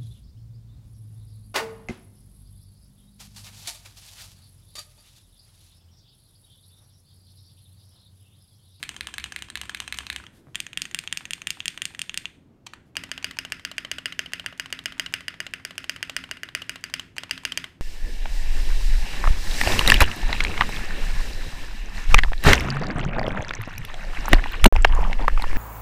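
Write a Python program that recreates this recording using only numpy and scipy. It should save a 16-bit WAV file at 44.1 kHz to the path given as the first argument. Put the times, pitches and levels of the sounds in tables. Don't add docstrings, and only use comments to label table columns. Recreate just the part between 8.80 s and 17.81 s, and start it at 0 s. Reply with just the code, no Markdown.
import sys
import numpy as np
from scipy import signal
from scipy.fft import rfft, irfft, next_fast_len
from scipy.io import wavfile
from scipy.ndimage import uniform_filter1d, map_coordinates

SR = 44100
rng = np.random.default_rng(int(sys.argv[2]) if len(sys.argv) > 2 else 0)


def digitize_waveform(pressure):
    field = np.atleast_2d(pressure).T
    bounded = np.clip(field, -1, 1)
    quanta = np.round(bounded * 32767).astype(np.int16)
    wavfile.write(sys.argv[1], SR, quanta)


def rack_gain(trim_db):
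    fader = np.asarray(trim_db, float)
    return 10 ** (fader / 20)


N = 397341

# down_s, strength_db, held_s, knock_back_db
BAR_STROKES = [(4.168, -9.5, .0685, -16.5), (4.3156, -13, 0.062, -18.5), (4.4441, -9.5, 0.066, -19),
               (4.5879, -12, 0.062, -18.5), (4.7215, -12, 0.074, -28), (4.8503, -13, 0.064, -19),
               (4.9816, -12.5, 0.067, -18), (5.115, -10.5, 0.069, -16), (5.2576, -10, 0.066, -19.5),
               (5.3921, -10.5, 0.068, -21), (5.5345, -12, 0.062, -18), (5.6618, -14, 0.064, -26.5),
               (5.7976, -13, 0.061, -20), (5.9263, -11.5, .0642, -19.5), (6.058, -11, 0.064, -20.5),
               (6.1967, -9.5, 0.065, -14.5), (6.339, -9, 0.068, -22.5), (6.482, -14.5, 0.059, -27),
               (6.6031, -14.5, 0.063, -17), (6.7371, -15, 0.061, -38),
               (6.8505, -14.5, .0574, -21), (6.98, -14, 0.062, -21.5), (7.0953, -11.5, .0665, -19),
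                    (7.2281, -13, 0.068, -14), (7.3653, -8.5, 0.074, -21.5), (7.5124, -14, 0.058, -27),
                    (7.6332, -18, 0.055, -24), (7.75, -9.5, 0.069, -16), (7.8945, -11.5, 0.063, -17.5),
                    (8.0398, -14, 0.059, -28.5), (8.1393, -11, .0565, -15), (8.3823, -13, 0.052, -18),
                    (8.5104, -8, 0.067, -21.5), (8.6517, -8.5, 0.069, -13.5), (8.7747, -8.5, 0.067, -16.5)]
# start_s, place (0 left end - 1 right end)
BAR_PLACE = [
    (4.15, 0.062),
    (4.75, 0.28),
    (5.6, 0.67),
    (6.6, 0.99),
    (6.9, 0.32),
    (7.25, 0.25),
    (7.65, 1),
    (8.0, 0.3),
    (8.4, 0.077),
    (8.8, 0.28),
]
DOWN_BRIGHT = [0.19, 0, -0.8, -0.22, 0.49, 0.18, -0.19, 0, -0.5, 0, 0, 0, 0, -1.3, -0.23, 0.94, 0.3, -0.47,
               -0.18, -1, 0, 0.038, 1, 0, 0, -0.34, 0.4, -0.16, -1.2, 0, 1, -1.1, 1, 0.35, 0.081]
UP_DULLNESS = [-1.5, 1.5, 0, 0, -1, 0, 2, -0.5, -1, -0.5, -1.5, 4.5, -0.5, 0, 1.5, -1.5, 0, 2, -1.5, 11.5,
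               1.5, -1, 1, -2, 1, 0.5, 0, -1.5, 0, 0, -2.5, 1, 1, -2.5, 0]
# pitch_hz, level_db, t60_s
DOWN_MODES = [(388, -33, 0.041), (629, -25.5, 0.022), (1026, -29.5, 0.016), (1534, -16.5, 0.021),
              (1707, -7, 0.0098), (1980, -8, 0.011), (2410, -8.5, 0.012), (2790, -6, 0.02),
              (3130, -11.5, 0.023), (4000, -27.5, 0.007), (4720, -15.5, 0.02), (5016, -8, 0.0068),
              (6180, -11, 0.0043), (6600, -16, 0.0066), (7920, -17, 0.0036), (8500, -5, 0.0012),
              (10860, -19, 0.003), (12900, -20.5, 0.0015)]
# pitch_hz, level_db, t60_s
UP_MODES = [(614, -12.5, 0.0042), (1120, -20, 0.014), (1495, -14.5, 0.01), (2040, -13.5, 0.012),
            (2560, -17.5, 0.0065), (2850, -15.5, 0.0077), (3050, -11, 0.012), (3630, -29, 0.0083),
            (3940, -15.5, 0.0057), (4860, -15.5, 0.0022), (6260, -23, 0.003), (7600, -19, 0.002),
            (11200, -31, 0.0021)]
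# after_blow_db, after_knock_back_db
WIRE_LEVELS = [(-32, -45), (-39, -45), (-40, -52), (-35, -39), (-39, -62), (-43, -42), (-38, -52),
               (-36, -38), (-29.5, -40), (-42, -41.5), (-35, -39), (-37, -49), (-32, -54), (-37, -49),
               (-32, -55), (-33, -37), (-31.5, -59), (-34, -56), (-33, -42), (-40, -71), (-44, -51),
               (-43, -52), (-41, -47), (-38, -45), (-34, -44), (-34, -46), (-37, -51), (-33.5, -38),
               (-34.5, -44), (-43, -63), (-41, -46), (-41, -45), (-43, -49), (-37, -43), (-42, -46)]

# first_down_s, strength_db, second_after_s, second_strength_db
LEFT_ROLLS = [
    (0.0287, -15.5, 0.063, -17.5),
    (0.2088, -15, 0.062, -18),
    (0.3821, -14, .0589, -16.5),
    (0.562, -16, .0605, -20.5),
    (0.7553, -15, 0.059, -17.5),
    (0.9474, -16.5, .0547, -15.5),
    (1.1248, -13.5, 0.062, -15),
    (1.3008, -13, 0.061, -17.5),
]
# start_s, strength_db
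LEFT_RETURNS = [
    (0.1644, -25.5),
    (0.34, -21),
    (0.522, -22.5),
    (0.701, -27),
    (0.895, -19.5),
    (1.078, -22.5),
    (1.2673, -23),
]
# start_s, strength_db
LEFT_LATE_RETURNS = [
    (0.036, -21.5),
    (0.3987, -27),
    (0.5898, -31),
    (0.7731, -22.5),
    (0.972, -31),
    (1.143, -22),
    (1.328, -24.5),
]
# start_s, strength_db
LEFT_BOUNCES = [
    (.245, -34),
    (.2865, -30),
    (.4595, -26),
    (.6858, -31),
    (.8341, -26.5),
    (1.0205, -28),
    (1.0405, -34),
    (1.206, -24.5),
]
# pitch_hz, level_db, t60_s
LEFT_MODES = [(754, -27.5, 0.029), (1130, -10.5, 0.004), (1703, -8.5, 0.012), (2100, -7, 0.0071),
              (2603, -14.5, 0.024), (2920, -12, 0.021), (3140, -6.5, 0.015), (3570, -13, 0.0071),
              (3980, -6, 0.0096), (4900, -4.5, 0.0027), (6280, -9.5, 0.0049), (7330, -23.5, 0.011),
              (8600, -6.5, 0.0035), (10800, -14, 0.0038), (13000, -16.5, 0.0024)]
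LEFT_KEY_FIRST = [-6, -3, 3.5, 7, 3, -10, -6, 8.5, 1.5, -5, -7, 4, -2.5, 4, -1]
LEFT_KEY_SECOND = [0, 5, 1, 0.5, 1.5, 6.5, 0.5, 7.5, -2.5, 0, 2.5, 9.5, 3.5, 0.5, 0]
LEFT_KEY_BACK = [2, 8, 5.5, -2, 5.5, -11, 1.5, -5, -1, -1, 4, 7.5, -1, -10, -6]
LEFT_KEY_LATE = [2.5, 5.5, 2, 3, -2, 1, 2.5, 4, 1, 0, 3, 6, 1, -12, -1.5]
LEFT_KEY_BOUNCE = [-2.5, 12.5, 5, -8, -3, -5, -3, -6, -14, -6, -11, -5, -15, -12, -11]

# first_down_s, strength_db, second_after_s, second_strength_db
RIGHT_ROLLS = [
    (1.7556, -11.5, 0.047, -14),
    (1.9739, -9.5, 0.045, -11.5),
    (2.1461, -8.5, .043, -13),
    (2.3261, -10, 0.047, -12.5),
    (2.5079, -13, 0.026, -13.5),
    (2.671, -8.5, 0.034, -11),
    (2.8569, -13, .0235, -10),
    (3.0191, -11.5, 0.035, -12),
    (3.1927, -14.5, 0.024, -13.5),
    (3.343, -17, 0.032, -10.5),
]
# start_s, strength_db
RIGHT_RETURNS = [
    (1.747, -28),
    (1.8662, -24),
    (1.9315, -24),
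    (2.054, -20.5),
    (2.1124, -27.5),
    (2.454, -22),
    (2.6183, -23),
    (2.9762, -19.5),
    (3.1485, -27),
]
# start_s, strength_db
RIGHT_SNAPS = [
    (2.2753, -16),
    (2.804, -16.5),
    (3.2949, -16),
    (3.4554, -15.5),
]
# pitch_hz, level_db, t60_s
RIGHT_MODES = [(656, -38, 0.0084), (1290, -11.5, 0.0019), (1863, -12.5, 0.0092), (2566, -5, 0.0065),
               (2795, -11, 0.024), (3214, -5.5, 0.0077), (4300, -15.5, 0.0051), (5020, -11.5, 0.0022),
               (6500, -7, 0.0045), (7350, -18, 0.011), (8500, -11, 0.0059), (9030, -22.5, 0.0035),
               (11030, -25, 0.0022), (13370, -26.5, 0.0023)]
RIGHT_KEY_FIRST = [-12, 1, 3, -1, -2, 2.5, -12.5, 1, -6.5, 4, -4, 14.5, -2.5, 4.5]
RIGHT_KEY_SECOND = [4, -5, -4, 3.5, -1, 1.5, 7, 9.5, 1.5, 3.5, 5, -9.5, 12.5, 5.5]
RIGHT_KEY_BACK = [15.5, 8, 6.5, 1.5, -1, 2, -4.5, -13, -1, -5, -8.5, 0.5, -4.5, -4.5]
RIGHT_KEY_SNAP = [2.5, 3.5, -3.5, 1.5, -1, 4, -3, -21, -1.5, -8.5, -11, -6, -15.5, -15]

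# start_s, strength_db, dullness_db
LANDINGS = [(0.904, -34, -8), (1.173, -28, -11.5), (2.796, -35.5, -9), (4.292, -31, 4), (5.5205, -27, 3),
            (5.643, -31, 7), (5.7765, -31, -4), (5.903, -27.5, 1), (6.039, -33, -3), (6.18, -28, 0),
            (6.325, -27, 0), (7.491, -30, 5)]
BRUSH_TIMES = [.001, .117, .1432, .1755, .8548, 1.234, 1.400, 1.792, 2.2384, 2.312, 2.408, 2.580, 2.6066,
               2.7714, 2.9435, 3.106, 3.139, 3.24, 3.447, 3.861, 4.5645, 4.701, 4.967, 6.17, 6.657, 6.71,
               6.955, 7.032, 7.207, 7.275, 7.345, 7.865, 8.01, 8.21, 8.36]
# strength_db, dullness_db
BRUSHES = [(-41, 2), (-38, 5.5), (-28, 0), (-35, -7.5), (-27, -2), (-31, 8), (-32, 9), (-34.5, 0.5),
           (-23, 1.5), (-38, -0.5), (-25.5, 5.5), (-32, 3.5), (-45.5, 2), (-30.5, 4.5), (-30.5, 2.5),
           (-33, 4), (-35, 3.5), (-37, 5.5), (-35.5, 9), (-46, -4), (-50, -12), (-31, 2), (-37, 0),
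           (-40, 6), (-41, -5.5), (-48, -8), (-32, 3), (-44, -9), (-37, 8), (-36, 0), (-40, 3), (-45, -5),
           (-44, -10), (-37, 2), (-42, -6)]
# pitch_hz, level_db, t60_s
TOUCH_MODES = [(880, -6, 0.0067), (1445, -2, 0.0042), (2575, 2, 0.0031), (3400, -6, .003),
               (4800, -16.5, 0.0035), (6700, -7, 0.0015), (8500, -14.5, .002), (10750, -20.5, 0.0015)]
# contacts (start_s, strength_db), level_db of each lone mode
LONE_TAPS = [
    ([(1.439, -34.5)], [2, 10, 0, 0, -3, -3, -3, -5, -3, -6, -3]),
    ([(1.4663, -32)], [-7, -6, 6, -10, 7.5, -6, -8, -2, -5, -2, -6]),
    ([(3.8652, -28), (3.8678, -23.5)], [-2, -5, -9, 1, 0.5, -1, 0, 2.5, 2, 3, 0]),
    ([(3.9353, -26.5)], [-1, 3, 4, -2, 1, -4, 0.5, -5, 3, 5, 0]),
    ([(8.3655, -35), (8.366, -25)], [8, -8, -8, 2, -8, -12, -1, -4, 2, -3, -6]),
    ([(4.1547, -27.5), (4.4268, -28), (4.5696, -30.5), (8.4945, -30), (8.6352, -29.5)], [2.5, -7, -4, 3.5, -6, -6, 1, -2, 2, -2, -2]),
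]
# pitch_hz, level_db, t60_s
LONE_MODES = [(935, -9, 0.0093), (1340, -10, .008), (1800, -9, 0.0072), (2530, -4, 0.0058),
              (3120, -9, .008), (4000, -13, .006), (4450, -14, .006), (6050, -12.5, 0.0043),
              (7100, -17, 0.003), (8260, -21, 0.0033), (10800, -24, 0.0023)]
# middle_s, half_length_s, level_db
SLIDES = [
    (.008, 0.045, -59.5),
    (1.566, 0.039, -61),
    (1.707, 0.086, -71),
    (4.078, 0.03, -74),
]
# pitch_hz, level_db
SKIN_COLOUR = [(800, -4), (3000, -5.5), (7000, -10.5), (11000, -9.5), (16000, -21)]
# start_s, strength_db
THUDS = [
    (1.669, -37),
    (1.684, -39.5),
]
# pitch_hz, level_db, t60_s
PAD_MODES = [(131.4, 0.5, 0.035), (650, 3, 0.0053), (1240, -6.5, 0.0072), (1810, -12, 0.007)]

# centre_hz, half_width_hz, level_db
HOLLOWS = [(495, 12, -12), (849, 15, -16.5)]
# pitch_hz, level_db, t60_s
DESK_LEFT = [(66.7, -18, 0.2), (102, -33, 0.47), (203, -17, 0.068)]
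DESK_RIGHT = [(62, -35.5, 0.11), (98.5, -31.5, 0.071), (169, -22, 0.052), (213.6, -30.5, 0.033)]
DESK_MIDDLE = [(69, -19, 0.041), (98, -19, 0.063), (173, -33.5, 0.33), (211, -64, 0.068),
               (263.3, -31, 0.32), (378, -48, 0.053)]
# pitch_hz, level_db
RUMBLE_COLOUR = [(25, -23), (50, 6), (120, 0.5), (250, -3.5), (400, -8), (700, -44)]
# delay_s, level_db, blur_s
ECHOES = [(0.01, -21, 0.0038), (0.02, -32, 0.0018), (0.024, -26, 0.002), (0.046, -35, 0.0013)]
# pitch_hz, t60_s
ROOM_DECAY = [(300, 0.24), (1800, 0.39), (5000, 0.38), (13000, 0.49)]
# pitch_hz, level_db
ROOM_COLOUR = [(200, -20.5), (800, -0.5), (1500, -0.5), (2200, -1), (3200, -5.5), (4000, -4.5), (6000, -6),
               (8500, -8), (11000, -6.5), (16000, -6)]
# pitch_hz, level_db
WALL_COLOUR = [(3500, 2.5), (6000, 4), (12000, 2.5)]
# pitch_hz, level_db
SIDEWAYS_LEFT = [(1300, -4), (1900, -5.5), (2700, 0), (4200, -4.5), (6500, -1.5), (8500, 1), (11000, -3)]
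SIDEWAYS_RIGHT = [(1200, -0.5), (1800, 2.5), (2200, -3), (2900, -4), (3800, 0.5), (5000, -1.2), (6500, -4),
                  (8500, 0)]
SIDEWAYS_BAR = [(1400, 1.2), (1900, 1.6), (2800, -1), (3900, 6), (4500, -1.5), (5100, 0), (6500, -3),
                (10000, 1)]
SIDEWAYS_LIGHT = [(1900, -2.2), (2700, -2.6), (6000, -1.8), (9000, 0)]
# pitch_hz, level_db (per Hz)
AIR_COLOUR = [(15, -37.5), (22, 1.5), (45, -10), (80, 0), (120, 0), (190, -4), (270, -3.5), (350, -7),
              (420, -13.5), (600, -17.5), (1100, -25.5), (1700, -30), (7300, -45.5), (15000, -50)]
# pitch_hz, level_db
MICROPHONE = [(12000, -1), (14500, -0.5), (15700, -4.5), (16300, -23.5), (18000, -74)]

FIRM = dict(scatter_db=-0.9, detune=0.0039, rattle_db=-31, rattle_t60=0.014, travel=0.00045)
LOOSE = dict(scatter_db=2.5, detune=0.0082, rattle_db=-26, rattle_t60=0.019, travel=0.00027)
GRAZING = dict(scatter_db=1.5, detune=0.006, rattle_db=-20, rattle_t60=0.021, travel=0.00024)


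def bar_strokes():
    s, down_db, held, up_db = np.transpose(BAR_STROKES)
    return s, down_db, held, up_db, np.interp(s, *np.transpose(BAR_PLACE))


def bar_down():
    s, down_db, _, _, where = bar_strokes()
    case_db = -0.26 * (down_db + 12) + 4 * where
    cap_db = -0.5 * where + DOWN_BRIGHT
    wire_hollow = (3036, 45, -9.5)
    blows = rack_gain(0.5) * clack(np.transpose([s, down_db, case_db, cap_db]), DOWN_MODES, scatter_db=1.12,
                             detune=0.0077, rattle_db=-26.5, rattle_t60=0.012, travel=0.0004,
                             hollows=HOLLOWS + [wire_hollow])
    far_end = np.roll(blows[0], round(0.0012 * SR))
    blows[0] += coloured(far_end, [(3000, -40), (6500, -25), (12000, -11)])
    return blows


def bar_up():
    s, _, held, up_db, where = bar_strokes()
    case_db = -2.5 * where + UP_DULLNESS
    cap_db = -7 * where - UP_DULLNESS
    return -rack_gain(0.5) * clack(np.transpose([s + held, up_db, case_db, cap_db]), UP_MODES, scatter_db=0.5,
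                             detune=0.012, rattle_db=-17, rattle_t60=0.017, travel=0.000335)


def bar_wire():
    s, _, held, _, _ = bar_strokes()
    t = np.arange(SR // 16) / SR
    hz = 2848 * (1 + 0.0027 * rng.standard_normal((2 * len(s), 1)))
    swell = 1 - np.exp(-(t / 0.0023) ** 2)
    ring = rack_gain(15.5 - 60 * t / 0.03) * swell * np.sin(2 * np.pi * hz * t)
    return place(np.r_[s, s + held], rack_gain(np.transpose(WIRE_LEVELS).reshape(-1, 1)) * ring)


def bar_desk():
    s, down_db, held, up_db, _ = bar_strokes()
    times = np.r_[s, s + held]
    strength_db = np.r_[down_db, up_db - 4]
    along_db = -2 * np.interp(times, *np.transpose(BAR_PLACE))
    jolts = np.transpose([times, strength_db + 2 + along_db])
    return desk(jolts, DESK_MIDDLE, swell=0.04, rumble_db=-35.5)


def left_end():
    first, second = split(LEFT_ROLLS)
    down = key(first, LEFT_MODES, LEFT_KEY_FIRST, FIRM) + key(second, LEFT_MODES, LEFT_KEY_SECOND, FIRM)
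    back = key(LEFT_RETURNS, LEFT_MODES, LEFT_KEY_BACK, LOOSE)
    back = back + key(LEFT_LATE_RETURNS, LEFT_MODES, LEFT_KEY_LATE, LOOSE)
    bounce = key(LEFT_BOUNCES, LEFT_MODES, LEFT_KEY_BOUNCE, LOOSE)
    keys = room(rack_gain(-2) * (down + back + bounce), wet_db=-4.5, walls_db=[-16.5, -13, -11, -21],
                sideways=SIDEWAYS_LEFT)
    blows = first + second + LEFT_RETURNS + LEFT_LATE_RETURNS
    return keys + desk(blows, DESK_LEFT, swell=0.042, rumble_db=-34)


def right_end():
    first, second = split(RIGHT_ROLLS)
    down = key(first, RIGHT_MODES, RIGHT_KEY_FIRST, FIRM) + key(second, RIGHT_MODES, RIGHT_KEY_SECOND, FIRM)
    back = key(RIGHT_RETURNS, RIGHT_MODES, RIGHT_KEY_BACK, LOOSE)
    back = back + key(RIGHT_SNAPS, RIGHT_MODES, RIGHT_KEY_SNAP, FIRM)
    keys = room(rack_gain(0.5) * (down + back), wet_db=-10, walls_db=[-20, -14, -16, -15], sideways=SIDEWAYS_RIGHT)
    blows = first + second + RIGHT_RETURNS + RIGHT_SNAPS
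    return keys + desk(blows, DESK_RIGHT, swell=0.0066, rumble_db=-54)


def light_touches():
    brushes = [(s, db, dull_db) for s, (db, dull_db) in zip(BRUSH_TIMES, BRUSHES)]
    contacts = [(s, db, dull_db, -dull_db) for s, db, dull_db in LANDINGS + brushes]
    touches = rack_gain(-5) * clack(contacts, TOUCH_MODES, scatter_db=-1, detune=0.03, rattle_db=-25,
                              rattle_t60=0.03, travel=0.00031)
    return touches + sum(key(blows, LONE_MODES, share_db, GRAZING) for blows, share_db in LONE_TAPS)


def skin():
    t = np.arange(N) / SR
    stroke = sum(rack_gain(db) * np.exp(-((t - s) / half) ** 2) for s, half, db in SLIDES)
    hiss = coloured(rng.standard_normal(N), SKIN_COLOUR)
    pats = clack([(s, db, 0, 0) for s, db in THUDS], PAD_MODES, scatter_db=3, detune=0.051,
                 rattle_db=-37, rattle_t60=0.018, travel=0.0011)
    return stroke * hiss / np.std(hiss) + pats


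def split(rolls):
    first = [(s, db) for s, db, _, _ in rolls]
    second = [(s + after, db) for s, _, after, db in rolls]
    return first, second


def key(blows, modes, share_db, manner):
    own = [(hz, db + more_db, t60) for (hz, db, t60), more_db in zip(modes, share_db)]
    return clack([(s, db, 0, 0) for s, db in blows], own, **manner)


def clack(contacts, modes, scatter_db, detune, rattle_db, rattle_t60, travel, hollows=HOLLOWS):
    s, strength_db, case_db, cap_db = np.transpose(contacts)
    hz, level_db, t60 = np.transpose(modes)
    f, t = np.fft.rfftfreq(4096, 1 / SR), np.arange(1024) / SR
    level_chance, pitch_chance, noise = np.split(
        rng.standard_normal((len(s), 2 * len(hz) + len(t))), [len(hz), 2 * len(hz)], axis=1)

    share_db = np.outer(case_db - np.median(case_db), hz < 2300)
    share_db = share_db + np.outer(cap_db - np.median(cap_db), hz > 4500)
    gain = rack_gain(level_db + share_db + scatter_db * level_chance)[..., None]
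    pitch = (hz * (1 + detune * pitch_chance))[..., None]
    half_width = np.log(1000) / (2 * np.pi * t60[:, None])
    radiated = np.minimum(f / pitch, pitch / (f + 1)) ** 2
    power = np.sum(gain ** 2 * radiated / ((f - pitch) ** 2 + half_width ** 2), axis=1)
    power = power * rack_gain(2 * sum(db / (1 + ((f - c) / w) ** 2) for c, w, db in hollows))

    rattle = rfft(rack_gain(rattle_db - 60 * t / rattle_t60) * noise, 4096)
    rattle = rattle * np.sqrt(1 + (f / 3400) ** 2)
    bending = np.exp(-4j * np.pi * travel * np.sqrt(1000 * f))
    late = 0.00035 * np.abs(map_coordinates(rng.standard_normal(40), [f / 600]))
    late = late / (1 + (5000 / (f + 1)) ** 4)
    spread = np.exp(-2j * np.pi * np.cumsum(late) * f[1])
    near = irfft(causal(power) * (1 + rattle) * bending * spread)[:, :3072]

    blurred = uniform_filter1d(power, size=70, axis=1)
    far = irfft(causal(np.where(f < 1200, power, blurred)))
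    strength = rack_gain(strength_db)[:, None] * SR / (4 * np.pi)
    return np.array([place(s, strength * row) for row in (near, far)])


def causal(power):
    cepstrum = irfft(np.log(power + 1e-14) / 2)
    return np.exp(rfft(cepstrum * np.r_[1, np.full(2047, 2), 1, np.zeros(2047)]))


def desk(contacts, modes, swell, rumble_db):
    s, strength_db = np.transpose(contacts)
    t = np.arange(SR // 4) / SR
    boom = sum(rack_gain(db - 60 * t / t60) * np.sin(2 * np.pi * hz * t) for hz, db, t60 in modes)
    shake = coloured(rng.standard_normal(len(s) * len(t)), RUMBLE_COLOUR).reshape(len(s), -1)
    shake = rack_gain(rumble_db - 60 * t / 0.43) * shake / np.std(shake)
    return place(s, rack_gain(strength_db)[:, None] * (boom + shake) * (1 - np.exp(-t / swell)))


def room(x, wet_db, walls_db, sideways):
    hz, t, z = signal.stft(rng.standard_normal((4, SR // 2)), SR, nperseg=256)
    decay = rack_gain(-60 * t / along(ROOM_DECAY, hz)[:, None])
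    tail = signal.istft(z * decay, SR, nperseg=256)[1]
    t = np.arange(tail.shape[1]) / SR
    tail = tail * (1 - np.exp(-(t / 0.012) ** 2))
    tail = rack_gain(wet_db) * tail / np.linalg.norm(tail[0])
    blur = rng.standard_normal(tail.shape)
    walls = sum(rack_gain(db + more_db) * blur * np.exp(-((t - s) / spread) ** 2)
                for (s, db, spread), more_db in zip(ECHOES, walls_db))
    paths = [coloured(coloured(a + coloured(b, WALL_COLOUR), ROOM_COLOUR), sideways) for a, b in zip(tail, walls)]

    near, far = x
    share = 0.54
    pose = (np.arange(N) / SR / 0.14).astype(int) % (len(paths) - 1)
    wet = np.zeros(N)
    for k, path in enumerate(paths[1:]):
        answer = np.sqrt(1 - share ** 2) * paths[0] + share * path
        wet += signal.oaconvolve(far * (pose == k), answer)[:N]
    return near + wet


def air():
    rush = coloured(rng.standard_normal(N), AIR_COLOUR)
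    return rack_gain(-55) * rush / np.std(rush)


def place(times, sounds):
    at = np.round(times * SR).astype(int)[:, None] + np.arange(sounds.shape[1])
    return np.bincount(at.ravel(), sounds.ravel(), N + sounds.shape[1])[:N]


def coloured(x, points):
    m = next_fast_len(len(x) + 8192)
    gain = rack_gain(along(points, np.fft.rfftfreq(m, 1 / SR)))
    return irfft(rfft(x, m) * gain, m)[:len(x)]


def along(points, hz):
    f, v = np.transpose(points)
    return np.interp(np.log(hz + 1), np.log(f + 1), v)


def scene():
    blows = room(bar_down(), wet_db=-10, walls_db=[-19, -15, -16.5, -15], sideways=SIDEWAYS_BAR)
    light = room(bar_up() + light_touches() + skin(), wet_db=-3, walls_db=[-12, -15.5, -11.5, -15.5],
                 sideways=SIDEWAYS_LIGHT)
    space_bar = blows + bar_wire() + bar_desk()
    return (space_bar + left_end() + right_end() + light + air())[None]


def top_cut(x):
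    return signal.sosfilt(signal.butter(12, 16780, fs=SR, output="sos"), x)


def record(dry):
    mix = coloured(dry[0], MICROPHONE)[None]
    return top_cut(mix)


dry = scene()
out = record(dry)
digitize_waveform(out)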